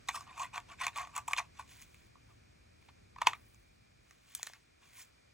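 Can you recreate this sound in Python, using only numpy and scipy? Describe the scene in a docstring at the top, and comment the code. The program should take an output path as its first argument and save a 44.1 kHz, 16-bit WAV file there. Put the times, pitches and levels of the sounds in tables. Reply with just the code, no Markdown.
"""A metal plug scrapes and knocks round the socket of a hand-held plastic battery case, then snaps home at 3.27 s.
From 4.2 s the whole hand damps the case, and a few last knocks and slides sound as fingers let go.
Scrapes (random slips), knocks (short pushes) and sliding skin (grainy hiss) ring the same resonances of the case.
Two close microphone ports hear them, with a short room tail, over the noise and low hum of a quiet room."""
import sys
import numpy as np
from scipy import signal
from scipy.fft import rfft, irfft, next_fast_len
from scipy.io import wavfile
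from scipy.ndimage import uniform_filter1d

SR = 44100
rng = np.random.default_rng(int(sys.argv[2]) if len(sys.argv) > 2 else 0)


def unload_audio(sound):
    """Save the sound as a 16-bit wav file, at the path given as the first command line argument."""
    columns = np.transpose(np.atleast_2d(sound))
    # keep every value between -1 and 1, then stretch to whole-number steps
    steps = np.round(np.clip(columns, -1, 1) * 32767)
    wavfile.write(sys.argv[1], SR, steps.astype(np.int16))


N = 235441
STEP = 16  # samples per control step

# Knocks of plug on case: (time [s], face peak [dB], contact [ms], favoured face pitch [Hz],
#   low modes re faces [dB], favoured low pitch [Hz], shell re faces [dB], favoured shell pitch [Hz])
KNOCK_EVENTS = [(0.0858, -26.5, 1.2, 3900, -10, 770, -6.5, 5270),
                (0.0868, -26, 5.2, 2030, 4, 1080, -5.5, 7740), (0.0895, -39, 6, 2910, 9.5, 1096, -15, 6000),
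                (0.143, -43, 6.6, 3100, 9.5, 1177, -7, 8000),
                (0.153, -43.5, 9.2, 3620, 7.5, 1130, -3, 5600), (0.167, -53, 11, 2380, 16.5, 1090, 2, 7000),
                (0.207, -55.5, 1.8, 2970, 12.5, 1000, 13.5, 5330),
                (0.267, -69, 2.1, 2370, 21, 1110, -17.5, 8000),
                (0.376, -46.5, 4.5, 2450, 7.5, 1130, -2, 8800), (0.383, -50.5, 6, 2400, 8, 1100, -1, 7500),
                (0.397, -51, 6.3, 2410, 10, 1080, -7, 7500), (0.404, -50, 8.7, 2400, 16, 1090, -2, 7000),
                (0.411, -47, 17, 2400, 17, 1113, -4, 6310), (0.429, -43.5, 9, 3490, 11.5, 1124, 0, 7500),
                (0.542, -39.5, 6.4, 2500, 2, 950, -10, 8000), (0.558, -43.5, 2.6, 2400, 10, 980, -1, 7170),
                (0.5778, -31, 2.7, 2400, -0.5, 1030, -12, 7250), (0.601, -50, 2, 2740, -18, 1100, -1, 7440),
                (0.714, -52, 11, 2320, -8, 1100, -4, 7340), (0.866, -23, 3.6, 2420, -2.5, 1135, -5, 7020),
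                (0.879, -29, 5, 2420, -5, 1090, -13, 9030), (0.959, -35.5, 2.2, 2070, -22, 1030, -5, 7500),
                (0.974, -43, 5.1, 2370, 5, 1110, 4, 7600), (0.981, -34, 10, 2370, -1, 1020, -14, 6200),
                (1.011, -45, 13, 2530, 5, 1190, -3, 7500), (1.047, -43.5, 8.9, 2450, -2, 1060, -12, 6200),
                (1.071, -50, 4.1, 2340, 5, 953, -9, 7100), (1.151, -43, 5.5, 2340, -18, 1030, -6, 8800),
                (1.16, -48, 2.1, 2300, -3, 1050, 9, 7500), (1.163, -35.5, 3.5, 2620, 5, 1040, 4, 7750),
                (1.178, -35.5, 1.9, 2140, -4, 1116, 7, 8260), (1.18, -41.5, 4.6, 2150, 12, 1006, -8, 6000),
                (1.278, -35, 4.2, 2450, -9, 1000, -4.5, 8340), (1.28, -46, 6.9, 3600, 18, 1031, 12.5, 7600),
                (1.309, -47, 3.2, 2930, 13, 1110, -9, 6600), (1.332, -18.5, 4, 2360, -10, 1110, -12, 7060),
                (1.363, -35.5, 7.1, 3560, -0.5, 1070, -9, 5900),
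                (1.374, -30.5, 1.6, 2610, -23, 1100, -5.5, 6300),
                (1.381, -23.5, 8.3, 2450, -7.5, 990, -36, 6100),
                (1.387, -31.5, 4, 2450, -1, 1000, -7, 6100), (1.393, -31, 3.8, 2295, -6, 980, -2.5, 6040),
                (1.3944, -43.5, 9.6, 3600, 13, 1020, -7, 6130),
                (1.593, -47.5, 6.2, 1490, 12.5, 960, -4.5, 10650),
                (1.822, -47, 2.7, 2130, -33, 1100, 1, 6550), (1.944, -50, 2, 2285, -16, 1160, -5, 11200),
                (2.152, -72.5, 6.5, 2330, 20.5, 1135, -2, 8000),
                (2.824, -57, 3.6, 2320, -9, 1010, -12, 6500), (2.885, -60.5, 4.9, 2860, 9, 838, -19, 8000),
                (3.159, -48, 6.7, 1870, 5.5, 1094, -19.5, 5500),
                (3.183, -51, 4.6, 1780, 9, 1190, -7.5, 5520),
                (3.2143, -29.5, 8.5, 1870, 7, 1010, -10, 6880),
                (3.2166, -34, 5, 2900, 10.5, 1044, -3, 5600), (3.2689, -16.5, 4.3, 3190, 5, 1070, -8, 6780),
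                (3.2689, -17, 6.5, 2490, -14, 658, -5.5, 5640),
                (3.2705, -17.5, 3.5, 2130, -10.5, 1010, -18.5, 6130),
                (3.276, -36, 9.1, 3190, -8.5, 1100, -9.5, 6700),
                (3.2815, -45, 4, 2200, 7.5, 915, -5.5, 6700),
                (3.3313, -33, 3, 1985, 0.5, 1157, -16.5, 6600),
                (3.333, -40, 4.1, 3200, -8.5, 1138, -10.5, 6800),
                (3.544, -63, 3.8, 2420, -1, 1097, 9.5, 6180), (4.109, -49.5, 1.2, 1900, -8, 1020, 0, 5580),
                (4.35, -48.5, 2.1, 3300, -10, 1016, 25, 8060), (4.351, -54, 6.1, 3590, -9, 1014, 20, 7740),
                (4.394, -51, 6.3, 3380, 6.5, 850, -4, 6660), (4.43, -34.5, 1.38, 1880, -7, 720, 11, 6590),
                (4.4674, -46.5, 2.1, 3300, -11, 960, 10, 6060),
                (4.47, -37.5, 3.8, 1806, -4.5, 960, 1, 8750), (4.497, -57, 3.7, 1800, 10.5, 570, -5, 5700),
                (4.534, -45.5, 3.5, 1900, -15, 1020, 2, 5450)]
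# Resonances of case, plug shell and bare metal tick, undamped: (pitch [Hz], width [Hz], level [dB])
LOW_MODES = [(720, 32, -8.5), (960, 160, -2.5), (1020, 84, -1.5), (1105.4, 49, 0.5)]
MIDDLE_MODES = [(1535, 90, -4), (1913, 180, -2.5), (2150, 110, -5), (2450, 230, 1)]
UPPER_MODES = [(2930, 110, -7), (3200, 810, -1), (3516, 180, -1), (4120, 280, -3)]
SHELL_MODES = [(4750, 320, -5.5), (5630, 230, 5), (6220, 450, 6), (6850, 770, 9), (7570, 630, 8),
               (8700, 1300, 0.5)]
TICK_MODES = [(10410, 3200, 4), (12960, 2600, -1), (14320, 530, -6.5)]


def scrapes(slips_per_s=2200., uneven_db=3.0, judder_db=2.0, wander_db=3.0):
    """Metal edge on metal: uneven tiny slips drive modes that each swell, sink and stray in pitch."""
    # Strokes: (time of most pressure [s], rise [s], hold [s], fall [s], pressure [dB],
    #   case faces re pressure [dB], plug shell re pressure [dB])
    scrape_events = [(0.075, 0.0067, .005, .006, -62, 7, 13), (0.087, 0.0062, 0.0031, 0.031, -33, 2.5, -2),
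                     (0.155, 0.048, 0.01, 0.06, -45.5, 3.5, 10), (0.207, 0.016, 0.0053, 0.099, -59, 4.5, 7),
                     (0.272, 0.019, 0.027, 0.21, -61, 4.5, -34), (0.403, 0.13, 0.019, 0.017, -47.5, 2, 3),
                     (0.433, 0.028, 0.01, 0.048, -46.5, 6, 4), (0.538, 0.015, 0.044, 0.0064, -41, -2, -6),
                     (0.586, .01, 0.016, 0.051, -61.5, 6, -2), (0.69, 0.029, 0.04, 0.049, -54.5, 4.5, -0.5),
                     (0.807, 0.026, 0.035, 0.042, -46, 12, 9), (0.853, 0.041, 0.021, 0.037, -41.5, 2, -12),
                     (0.969, 0.039, 0.0224, 0.065, -40.5, 4, -1.5),
                     (1.009, 0.025, 0.0097, 0.14, -47.5, -6, -1.5),
                     (1.169, 0.058, 0.0076, 0.048, -40.5, -3, -6),
                     (1.315, 0.062, 0.009, 0.042, -45, 0.5, 4), (1.38, 0.011, 0.0075, 0.0082, -42.5, 12, 9),
                     (1.39, 0.0099, 0.003, 0.077, -50, 2.5, -13),
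                     (1.598, 0.069, 0.0015, 0.066, -53, 6, 5.5), (2.16, .01, .008, .02, -72, -7, -10),
                     (2.286, 0.022, 0.033, 0.033, -72.5, 3, -10),
                     (2.886, 0.0055, 0.0062, 0.018, -62, 9, -4), (3.181, 0.0081, 0.0057, 0.014, -56, 5, -8),
                     (3.211, 0.015, 0.003, 0.006, -45, 1, -10), (3.226, .004, .005, .012, -53, 5, -3),
                     (3.265, 0.0078, 0.0022, 0.014, -43, 12, -1), (3.248, .01, 0.028, 0.012, -52, -5, -11),
                     (3.281, .006, 0.023, 0.099, -57, 8, -5), (3.322, .01, 0.0095, 0.04, -71, 6, 3),
                     (4.54, 0.021, 0.012, 0.043, -64.5, 9.5, -5),
                     (4.823, 0.018, 0.024, 0.056, -72.5, 8, -11.5),
                     (4.983, 0.026, 0.046, 0.032, -79, 6, 30)]
    share_db = (0, -6, -14, -11.5, -15.5)  # low, middle, upper, shell, tick
    damping = (1, 1.3, 1.5, 1.5, 1)  # width factors under the pressing plug, same order
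    pitch_spread = .035  # as the plug moves along
    bright_db_per_db = 0.14  # brightness gained per dB of pressure lost
    rattle_db = (-44.5, -25.5, -21.5)  # scraping on after a knock, re knock: low, faces, shell
    rattle_rise_s, rattle_fall_s = .002, 0.052

    strokes = []
    for *shape, db, face_db, shell_db in scrape_events:
        strokes.append((shape, db + np.array([0, face_db, shell_db])))
    for s, db, contact_ms, _, low_db, _, shell_db, _ in KNOCK_EVENTS:
        shape = (s + contact_ms / 1000, rattle_rise_s, 0, rattle_fall_s)
        strokes.append((shape, db + np.add([low_db, 0, shell_db], rattle_db)))
    follows = np.array([[1], [1 - bright_db_per_db], [1 - bright_db_per_db]])
    low, face, shell = sum(gain_of(top_db[:, None] + follows * stroke(*shape)) for shape, top_db in strokes)

    judder = judder_db * drift(size=8)  # shared by all modes
    out, t = np.zeros(N), np.arange(1024) / SR
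    for level, db, wider, modes in zip((low, face, face, shell, shell), share_db, damping, mode_groups()):
        total = np.linalg.norm(gain_of([mode_db for *_, mode_db in modes]))
        slips = (rng.random(N) < slips_per_s / SR) * gain_of(uneven_db * np.minimum(rng.exponential(1, N), 4))
        slips = slips * rng.choice([-1, 1], N)
        for hz, width_hz, mode_db in modes:
            drive = evened(slips * per_sample(gain_of(judder + wander_db * drift(size=24))))
            pitch_hz = hz * per_sample(1 + pitch_spread * drift(size=60))
            turn = np.exp(2j * np.pi * np.cumsum(pitch_hz) / SR)
            body = t * np.exp(-1.5 * np.pi * width_hz * wider * t)
            body = body / np.linalg.norm(body)
            # shift to 0 Hz, ring, shift back: a resonator of moving pitch
            rung = turn * signal.oaconvolve(drive * per_sample(level) / turn, body)[:N]
            out += np.sqrt(2) * rung.real * gain_of(db + mode_db) / total
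    return out


def knocks(low_favour_db=17.5, face_favour_db=25.5, shell_favour_db=25.0):
    """A chattering push of a few ms rings every mode; the grip pulls the nearest to the favoured pitch.
    The others sink by the given dB per octave from it."""
    # Lowest case modes, heard once the plug is seated: (pitch [Hz], width [Hz], level [dB])
    seated_modes = [(480, 100, -12.5), (630, 80, -6.5)]
    # Crack of contact, driven by noise alone, one narrow band, one broad: (pitch [Hz], width [Hz], level [dB])
    crack_modes = [(1716, 200, -6.5), (4660, 1850, 1)]
    seated_s, clasp_s = 3.1, 4.2  # plug in socket; whole hand closes round the case
    low_damping, face_damping, clasp_damping = 3.8, 1.7, 4.7  # width factors; clasp: on low modes and shell
    low_lag_ms = 0.51  # low modes answer after the faces
    crack_db = (-8.5, -0.5)  # re faces: before, after the clasp
    tick_db_per_octave = 10  # sharper blows tick more; 0 dB re a shell favoured at 7 kHz
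    chatter_share = .6  # noise beside the clean push
    let_go = 1.45  # end of push: 1 slow, 2 abrupt
    pitch_spread = .025  # from knock to knock

    t, out = np.arange(2048) / SR, np.zeros(N + 4096)
    chatter = rng.standard_normal((len(KNOCK_EVENTS), len(t)))
    chance = rng.standard_normal((len(KNOCK_EVENTS), 2, 16))  # pitch and phase of each mode
    for event, noise, (off, phase) in zip(KNOCK_EVENTS, chatter, chance):
        s, peak_db, contact_ms, face_hz, low_db, low_hz, shell_db, shell_hz = event
        u = t / (contact_ms / 6000)  # push peaks at u = 2, a third of the contact
        envelope = np.square(u) * np.exp(-2 * (u / 2) ** let_go / let_go)
        grip = clasp_damping if s > clasp_s else 1
        tick_db = shell_db + tick_db_per_octave * np.log2(shell_hz / 7000)
        low_modes = LOW_MODES + seated_modes * (s > seated_s)
        # modes, level dB, favoured Hz, dB per octave, damping, lag ms, share of clean push
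        groups = [
            (low_modes, low_db, low_hz, low_favour_db, low_damping * grip, low_lag_ms, 1),
            (MIDDLE_MODES + UPPER_MODES, 0, face_hz, face_favour_db, face_damping, 0, 1),
            (SHELL_MODES, shell_db, shell_hz, shell_favour_db, grip, 0, 1),
            (TICK_MODES, tick_db, TICK_MODES[0][0], 0, 1, 0, 0),
            (crack_modes, crack_db[s > clasp_s], crack_modes[0][0], 0, 1, 0, 0)]
        for modes, db, best_hz, slope_db, wider, lag_ms, clean in groups:
            nearest = min((hz for hz, *_ in modes), key=lambda hz: abs(np.log(hz / best_hz)))
            part = 0
            for k, (hz, width_hz, mode_db) in enumerate(modes):
                hz = best_hz if hz == nearest else hz * (1 + pitch_spread * off[k])
                tone = np.sin(2 * np.pi * (hz * t + phase[k]))
                push = envelope * (chatter_share * noise + clean * tone)
                rung = evened(signal.fftconvolve(push, mode(hz, width_hz * wider))[:len(t)])
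                part = part + gain_of(mode_db - slope_db * abs(np.log2(hz / best_hz))) * rung
            start = round((s + lag_ms / 1000) * SR)
            out[start:][:len(t)] += gain_of(peak_db + db) * part / abs(part).max()
    return out[:N]


def slides(grain_db=3.5, catches_per_s=150.0, catch_db=6.5):
    """Skin on the case: grainy hiss with tiny catches, as a broad rub that rings the case and a fine fizz."""
    # Slides: (time of most pressure [s], rise [s], hold [s], fall [s], rub [dB], fizz re rub [dB])
    slide_events = [(1.706, 0.083, .01, 0.28, -62.5, 4.5), (1.82, 0.069, 0.0064, 0.032, -62, 9),
                    (1.977, 1, 0.091, 0.077, -74.5, 3.5), (2.3, 0.14, .02, 0.13, -81, 8),
                    (2.842, 0.24, 0.044, .15, -81.5, 6), (3.348, 0.12, 0.16, 0.59, -80, 13.5),
                    (4.106, 0.16, .01, 0.16, -73.5, 3), (4.356, 0.29, 0.13, 0.24, -63, 3),
                    (4.832, 0.066, 0.04, 0.12, -71.5, 0.5), (4.977, 0.14, 0.036, 0.11, -60, 8.5)]
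    # Rub spectrum: (frequency [Hz], density [dB per Hz])
    rub_colour = [(400, -27), (900, -8), (2300, 2), (4800, -3), (7000, -3), (10000, -8), (12000, -26.5)]
    # Fizz spectrum, finest skin ridges: (frequency [Hz], density [dB per Hz])
    fizz_colour = [(6000, -27.5), (10000, -7), (13000, -9), (15500, -3.5)]
    ring_db = (-12.5, -6.5, -8.5, -8)  # low, middle, upper, shell; no tick

    hz = np.fft.rfftfreq(N, 1 / SR)
    catches = (rng.random(N) < catches_per_s / SR) * gain_of(catch_db) * rng.standard_normal(N) ** 2
    rub = sum(gain_of(rub_db + stroke(*shape)) for *shape, rub_db, _ in slide_events)
    fizz = sum(gain_of(rub_db + fizz_db + stroke(*shape)) for *shape, rub_db, fizz_db in slide_events)

    def friction():
        """Fresh noise of wavering level, plus the shared catches."""
        return rng.standard_normal(N) * per_sample(gain_of(grain_db * drift(size=6))) + catches

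    body = sum(gain_of(db) * ring(evened(friction()), modes) for db, modes in zip(ring_db, mode_groups()))
    out = per_sample(rub) * body
    for level, colour in ((rub, rub_colour), (fizz, fizz_colour)):
        out = out + per_sample(level) * evened(irfft(rfft(friction()) * gain_of(read(colour, hz)), N))
    return out


def mode_groups():
    """The groups of modes: low, middle, upper, shell, tick."""
    return LOW_MODES, MIDDLE_MODES, UPPER_MODES, SHELL_MODES, TICK_MODES


def mode(hz, width_hz):
    """Impulse response of one resonance with steep flanks, energy 1."""
    t = np.arange(2048) / SR
    body = t * np.exp(-1.5 * np.pi * width_hz * t) * np.sin(2 * np.pi * hz * t)
    return body / np.linalg.norm(body)


def ring(x, modes):
    """Resonances in parallel, alternate in sign; white noise keeps its rms."""
    body = sum((-1) ** k * gain_of(db) * mode(hz, width_hz) for k, (hz, width_hz, db) in enumerate(modes))
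    return signal.oaconvolve(x, body / np.linalg.norm(body))[:len(x)]


def stroke(s, rise_s, hold_s, fall_s):
    """Level in dB re top, per step: straight rise, hold, straight fall."""
    edge_db = 33  # risen in rise_s, fallen in fall_s
    t = np.arange(0, N, STEP) / SR - s
    return -edge_db * np.maximum(np.maximum(-t / rise_s, (t - hold_s) / fall_s), 0)


def drift(size):
    """Slow chance of rms 1, one value a step: noise averaged twice over size steps."""
    noise = rng.standard_normal(-(-N // STEP))
    return evened(uniform_filter1d(uniform_filter1d(noise, size=size), size=size))


def per_sample(steps):
    """Control steps interpolated to samples."""
    return np.interp(np.arange(N), np.arange(0, N, STEP), steps)


def gain_of(db):
    """Amplitude factor of a level in dB."""
    return 10 ** (np.asarray(db) / 20)


def evened(x):
    """Signal scaled to rms 1."""
    return x / np.sqrt(np.mean(x ** 2) + 1e-20)


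def read(points, hz):
    """Curve through (Hz, value) points, straight over log frequency."""
    f, value = np.transpose(points)
    return np.interp(np.log(hz + 1), np.log(f + 1), value)


def ports(x):
    """Near sound at two ports: opposite phase shifts split each frequency between mid and side."""
    # Near sound at the ports: (frequency [Hz], side re mid [dB])
    side_re_mid = [(300, -5.5), (500, 9), (770, -7.5), (1200, -9.5), (2000, -23), (3000, -9), (4400, -1.5),
                   (5400, -0.5), (6600, -24.5), (8000, -2), (9800, 4), (12500, 17.5), (15300, 7)]
    size = next_fast_len(N + 4096)
    half_rad = np.arctan(gain_of(read(side_re_mid, np.fft.rfftfreq(size, 1 / SR))))
    return irfft(rfft(x, size) * np.exp(1j * np.array([-half_rad, half_rad])), size)[:, :N]


def room(x, gap_ms=4.3):
    """Room tail: sparse taps of random sign, one in every 20 samples, each band dying at its own speed."""
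    # Reverberation time: (frequency [Hz], time to fall 60 dB [s])
    t60 = [(500, 0.21), (2000, 0.102), (8000, 0.14)]
    taps = np.zeros((2, SR // 2))
    at = np.arange(0, SR // 2 - 20, 20) + rng.integers(0, 20, (2, SR // 40))
    np.put_along_axis(taps, at, rng.choice([-1., 1.], at.shape), 1)
    taps = taps[0] + 0.41 * taps[1] * np.array([[1], [-1]])  # mid plus and minus side
    hz, t, z = signal.stft(taps, SR, nperseg=256)
    tail = signal.istft(z * gain_of(-60 * t / read(t60, hz)[:, None]), SR, nperseg=256)[1]
    tail = tail * np.clip(np.arange(tail.shape[1]) / (gap_ms * SR / 1000), 0, 1) ** 2  # soft onset
    return signal.fftconvolve(x, tail / np.linalg.norm(tail[0]), axes=1)[:, :N]


def room_tone(patchy_db=.6):
    """Unrelated noise in mid and side with drifting patches, and a wavering low hum near 110 Hz in mid."""
    # Mid noise spectrum: (frequency [Hz], density [dB per Hz])
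    mid_colour = [(15, -21), (30, -8.5), (55, 6), (97, -5.5), (245, -16), (410, -23), (687, -30.5),
                  (900, -34), (1300, -28), (2150, -27), (2400, -20.5), (2650, -32), (3150, -34.5),
                  (5500, -33.5), (8500, -38.5), (11600, -56.5), (16500, -57.5)]
    # Side noise spectrum: (frequency [Hz], density [dB per Hz])
    side_colour = [(15, -55.5), (25, -16.5), (118, 1.5), (378, -5), (410, -7), (687, -5.5), (1550, -18.5),
                   (4130, -19.5), (4730, -17.5), (6550, -37), (7920, -30), (15200, -21), (16500, -60)]
    # Level drift before the bass-to-treble weighting: (time [s], rumble [dB], hiss [dB])
    fade = [(0, 6.5, 14), (1.5, 4.5, 9.5), (2.499, 2.5, 6.5), (3.4, 3.5, 6), (3.699, -1, 5),
            (4.3, -6.5, 3.5), (4.8, -6.5, 4), (5.099, -5, 7.5), (5.34, -5, 5)]
    base_db = [-60, -66.5]  # mid, side spectra, before drift and output gain
    hum_hz, hum_width_hz, hum_db = 110, 9.4, -77  # hum level before drift

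    frames, hz = N // 256 + 5, np.fft.rfftfreq(1024, 1 / SR)
    a, b, c, d, patches = rng.standard_normal((frames, 513, 5)).T
    patches = evened(uniform_filter1d(uniform_filter1d(patches, size=10, axis=0), size=14, axis=1))
    z = np.array([(a + 1j * b) * gain_of(read(mid_colour, hz))[:, None],
                  (c + 1j * d) * gain_of(read(side_colour, hz))[:, None]])
    power = np.mean(np.sum(abs(z) ** 2, 1), 1)
    z *= gain_of(base_db)[:, None, None] / np.sqrt(power)[:, None, None]

    s, rumble_db, hiss_db = np.transpose(fade)
    t = np.arange(frames) * 256 / SR
    low = 1 / (1 + (hz[:, None] / 300.) ** 2)  # 1 in the bass, 0 in the treble
    drift_db = low * np.interp(t, s, rumble_db) + (0.5 - low) * np.interp(t, s, hiss_db)
    z *= gain_of(drift_db + patchy_db * patches)
    mid, side = signal.istft(z, nperseg=1024, noverlap=768)[1][:, :N] * 1.15

    t = np.arange(SR) / SR
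    resonance = np.exp(-np.pi * hum_width_hz * t) * np.sin(2 * np.pi * hum_hz * t)
    hum = signal.fftconvolve(rng.standard_normal(N + SR), resonance)[SR:SR + N]
    mid = mid + evened(hum) * gain_of(hum_db + np.interp(np.arange(N) / SR, s, rumble_db))
    return np.array([mid + side, mid - side])


def scene():
    """Near sounds at the ports, their room tail, and the room tone."""
    near = scrapes() + knocks() + slides()
    # so small a case radiates little below 400 Hz
    near = signal.sosfilt(signal.butter(4, 400, "high", fs=SR, output="sos"), near)
    near = ports(near)
    return near + gain_of(-15.0) * room(near) + room_tone()


def record(dry):
    """The microphone drops the deepest bass; then the band limit."""
    low_cut_hz, edge_hz = 43.7, 16200
    thin = signal.sosfilt(signal.butter(5, low_cut_hz, "high", fs=SR, output="sos"), dry)
    band = signal.firwin(511, edge_hz, window=("kaiser", 9), fs=SR)
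    return signal.oaconvolve(thin, band[None], "same")


dry = scene()
out = record(dry)
unload_audio(out)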